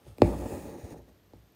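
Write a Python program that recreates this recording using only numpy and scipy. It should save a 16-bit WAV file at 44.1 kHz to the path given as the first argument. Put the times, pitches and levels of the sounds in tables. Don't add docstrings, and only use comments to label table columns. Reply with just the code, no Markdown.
import sys
import numpy as np
from scipy import signal
from scipy.fft import rfft, irfft
from scipy.io import wavfile
from scipy.ndimage import uniform_filter1d

SR = 44100
rng = np.random.default_rng(int(sys.argv[2]) if len(sys.argv) > 2 else 0)


def nominal_scale(level):
    x = np.asarray(level, float) / 20
    return 10 ** x


def bounce(signal):
    frames = np.transpose(np.atleast_2d(signal))
    limited = np.clip(frames, -1, 1)
    pcm = np.round(limited * 32767).astype(np.int16)
    wavfile.write(sys.argv[1], SR, pcm)


N = 68355

# time_s (middle of the push), level_db, contact_ms,
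# crack_db (peak, relative to level_db), crack_tilt_db_per_octave
NEEDLE_TAPS = [(.066, -43, .3, -26, -2), (0.1834, -35.5, 0.18, -3, 10), (0.2018, -15.5, 1.7, -74, -1.5),
               (.2193, -2, 0.041, -14, 2), (.845, -44.5, 0.22, -35, 2), (1.086, -54, .12, -13, 2),
               (1.335, -39, 0.22, -16, 8)]
# pitch_hz, level_db (relative), t60_s
DRUM_MODES = [(59, -22, 0.64), (98.4, -9.5, 0.14), (163.3, -15.5, 0.16), (190.9, -22, 0.36),
              (261.6, -20.5, 0.17), (292.5, -18, .12), (341.4, -21, 0.26), (410.7, -11.5, 0.064),
              (489.4, -21.5, 0.1), (598.5, -22.5, 0.21), (733, -36.5, 0.36), (821.5, -18.5, 0.04),
              (1120, -36, 0.097), (1150, -42, .06), (1750, -55, 0.09), (1930, -57, 0.033), (2587, -54, .05)]
# frequency_hz, level_db_per_hz (relative)
CRACK_SPECTRUM = [(900, -14.5), (1400, -15), (1700, 4), (2500, 4), (3150, -16.5), (3700, -9.5),
                  (4300, -8.5), (4700, -14), (5000, -8.5), (6000, -27.5), (6500, -18.5), (8500, -22.5),
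                  (9600, -31.5), (13800, -36.5), (16000, -31)]
# time_s, drumming_db, hiss_db, sway_db
THREAD_PULL = [(0, -64, -78, -76), (0.048, -68, -72, -64), (0.078, -53.5, -62.5, -46.5),
               (0.124, -65, -70, -50), (0.162, -64.5, -74, -69), (0.217, -53.5, -64, -43),
               (.235, -37, -55.5, -70), (.28, -31.5, -52, -34), (0.341, -34, -56, -43),
               (.38, -40.5, -54.5, -40.5), (.46, -35, -53.5, -42), (.49, -40.5, -53, -61),
               (0.527, -35, -51, -39.5), (.6, -41.5, -54.5, -51), (.7, -43, -57.5, -50.5),
               (.765, -45.5, -63, -55), (.8, -47.5, -59.5, -64), (.835, -50.5, -62, -42.5),
               (.85, -43, -59, -39), (0.873, -50.5, -62, -67), (0.926, -42, -57.5, -43),
               (0.942, -44.5, -65.5, -70), (.955, -48.5, -73, -62), (0.981, -52, -64.5, -49.5),
               (0.999, -52.5, -76, -52.5), (1.06, -68, -81, -60.5), (1.09, -56, -70.5, -64),
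               (1.119, -64.5, -80, -61), (1.169, -76.5, -84, -66), (1.32, -72.5, -83, -66),
               (1.36, -57, -79, -60), (1.4, -72, -81, -58.5), (1.46, -77.5, -82, -70),
               (1.55, -70, -82, -73.5)]
# frequency_hz, level_db_per_hz (relative)
HISS_STARTING = [(760, -32.5), (1300, -0.5), (1440, -8.5), (1710, -8), (2320, -8.5), (2490, -5.5),
                 (3380, -8), (3960, -11), (5370, -10.5), (5780, -15.5), (6620, -9.5), (7430, -18.5),
                 (8340, -5.5), (8980, -10.5), (11400, -11.5), (12600, -20), (15000, -17.5), (16000, -19)]
HISS_RUNNING = [(760, -33), (1300, -2.5), (1340, -21), (1550, -9.5), (1690, 0), (1880, 0.5), (2170, -10.5),
                (2550, 1), (2920, -14), (4880, -11.5), (5260, -9.5), (5780, -14.5), (6690, -5.5),
                (8430, -7.5), (8890, -9), (9770, -7.5), (12700, -18), (14300, -7), (15000, -8.5),
                (16000, -10)]
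HISS_SLOWING = [(760, -31), (1300, -10.5), (1460, -15.5), (1620, -0.5), (1920, 1.5), (2130, -5), (2470, -3),
                (3210, -14), (3840, -6.5), (4990, -10.5), (6760, -3), (7510, -14.5), (8890, -6),
                (12600, -20.5), (14700, -7.5), (16000, -21.5)]
HISS_STAGE_TIMES = [0.12, 0.54, .8]
SWAY_SHARES = [-4, -1.5]
# frequency_hz, level_db_per_hz (relative)
ROOM_SPECTRUM = [(18, -39.5), (30, -14.5), (165, -1), (287, -2.5), (913, -13.5), (1160, -14), (1590, -17),
                 (2010, -18.5), (2750, -19.5), (3310, -19), (4910, -22.5), (10200, -31.5), (13700, -24.5),
                 (16000, -41)]


def sweep():
    turns, lead_s, rise_s, end_s = 1.96, 0.00185, 0.0009, 0.0056
    t = np.arange(SR // 2) / SR
    shape = (1 - np.exp(-t / rise_s)) * np.exp(-(t / end_s) ** 4)
    return shape * np.sin(2 * np.pi * turns * np.log(1 + t / lead_s))


def ring(modes):
    rise_turns = 0.5
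    t = np.arange(SR // 2) / SR
    out = np.zeros(len(t))
    for hz, db, t60 in modes:
        swell = 1 - np.exp(-(t * hz / rise_turns) ** 2)
        out += nominal_scale(db - 60 * t / t60) * swell * np.sin(2 * np.pi * hz * t)
    return out


def colour(x, points):
    f, db = np.transpose(points)
    hz = np.fft.rfftfreq(len(x), 1 / SR)
    gain = nominal_scale(np.interp(np.log(hz + 1), np.log(f + 1), db))
    return irfft(rfft(x) * gain, len(x))


def add(mix, s, sound):
    part = mix[round(s * SR):][:len(sound)]
    part += sound[:len(part)]


def taps():
    crack_t60_s = 0.003
    echo_db, echo_t60_s = -30.5, 0.34
    lead = 128
    t = np.arange(8192) / SR
    out = np.zeros(N)
    body = sweep() + ring(DRUM_MODES)
    fade = nominal_scale(-60 * t / crack_t60_s) + nominal_scale(echo_db - 60 * t / echo_t60_s)
    for s, level_db, contact_ms, crack_db, tilt_db in NEEDLE_TAPS:
        push = np.exp(-0.5 * ((t[:256] * 1000 - 2 * contact_ms) / (contact_ms / 2)) ** 2)
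        drum = signal.oaconvolve(body, push / push.sum())
        add(out, s - 2 * contact_ms / 1000, nominal_scale(level_db) * drum)

        grit = rng.choice([-1., 1.], len(t))
        tilted = [(hz, db + tilt_db * np.log2(hz)) for hz, db in CRACK_SPECTRUM]
        crack = np.roll(colour(fade * grit, tilted), lead)
        add(out, s - lead / SR, nominal_scale(level_db + crack_db) * crack / abs(crack).max())
    return out


def evened(x):
    return x / np.sqrt(np.mean(x ** 2) + 1e-20)


def clicks(per_s, spread_db):
    hit = rng.random(N) < per_s / SR
    sign = rng.choice([-1., 1.], N)
    size = np.minimum(rng.exponential(1, N), 5)
    return hit * sign * nominal_scale(spread_db * size)


def pull(col):
    rows = np.array(THREAD_PULL)
    return nominal_scale(np.interp(np.arange(N) / SR, rows[:, 0], rows[:, col]))


def thread():
    slips = clicks(per_s=900, spread_db=-1)
    upper = ring(DRUM_MODES[2:]) + nominal_scale(-3.5) * sweep()
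    return evened(signal.oaconvolve(slips, upper)[:N]) * pull(col=1)


def hiss():
    patch_db = 1
    t = np.arange(N) / SR
    fuzz = clicks(per_s=7000, spread_db=1.5)
    colours = [HISS_STARTING, HISS_RUNNING, HISS_SLOWING]
    scrape = np.zeros(N)
    for points, on in zip(colours, np.eye(len(HISS_STAGE_TIMES))):
        scrape += np.interp(t, HISS_STAGE_TIMES, on) * evened(colour(fuzz, points))

    z = signal.stft(scrape, nperseg=1024)[2]
    patches = rng.standard_normal(z.T.shape)
    patches = uniform_filter1d(patches, size=16, axis=0)
    patches = uniform_filter1d(patches, size=5, axis=1)
    z = z * nominal_scale(patch_db * evened(patches).T)
    return evened(signal.istft(z, nperseg=1024)[1][:N]) * pull(col=2)


def sway():
    damping = 1.5
    steady = 0.5
    out = np.zeros(N)
    for (hz, _, t60), db in zip(DRUM_MODES, SWAY_SHARES):
        mode = ring([(hz, 0, t60 / damping)])
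        driven = signal.oaconvolve(rng.standard_normal(N), mode)[:N]
        swing = signal.hilbert(evened(driven))
        out += nominal_scale(db) * (swing / (abs(swing) + 0.067) ** steady).real
    return evened(out) * pull(col=3)


def room():
    return nominal_scale(-66) * evened(colour(rng.standard_normal(N), ROOM_SPECTRUM))


def buzz():
    ticks_per_s, jitter = 95, 0.35
    pitch_hz, width_hz = 13100, 1300
    spread_db, level_db = 3.0, -80.5
    at = (np.arange(200) + jitter * rng.standard_normal(200)) * SR / ticks_per_s
    train = np.zeros(3 * N)
    train[abs(at).astype(int)] = nominal_scale(spread_db * np.clip(rng.standard_normal(200), -2, 1))
    t = np.arange(-100, 100) / SR
    tick = np.exp(-0.5 * (np.pi * width_hz * t) ** 2) * np.cos(2 * np.pi * pitch_hz * t)
    return nominal_scale(level_db) * evened(np.convolve(train[:N], tick, "same"))


def scene():
    return (taps() + thread() + hiss() + sway() + room() + buzz())[None]


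def low_pass(x):
    return signal.sosfilt(signal.butter(12, 16440, fs=SR, output="sos"), x)


def record(dry):
    low_cut = signal.butter(4, 40, "high", fs=SR, output="sos")
    high_cut = signal.firwin(511, 15800, window=("kaiser", 1), fs=SR)
    x = signal.sosfilt(low_cut, dry)
    x = signal.oaconvolve(x, high_cut[None], "same")
    return low_pass(x)


dry = scene()
out = record(dry)
bounce(out)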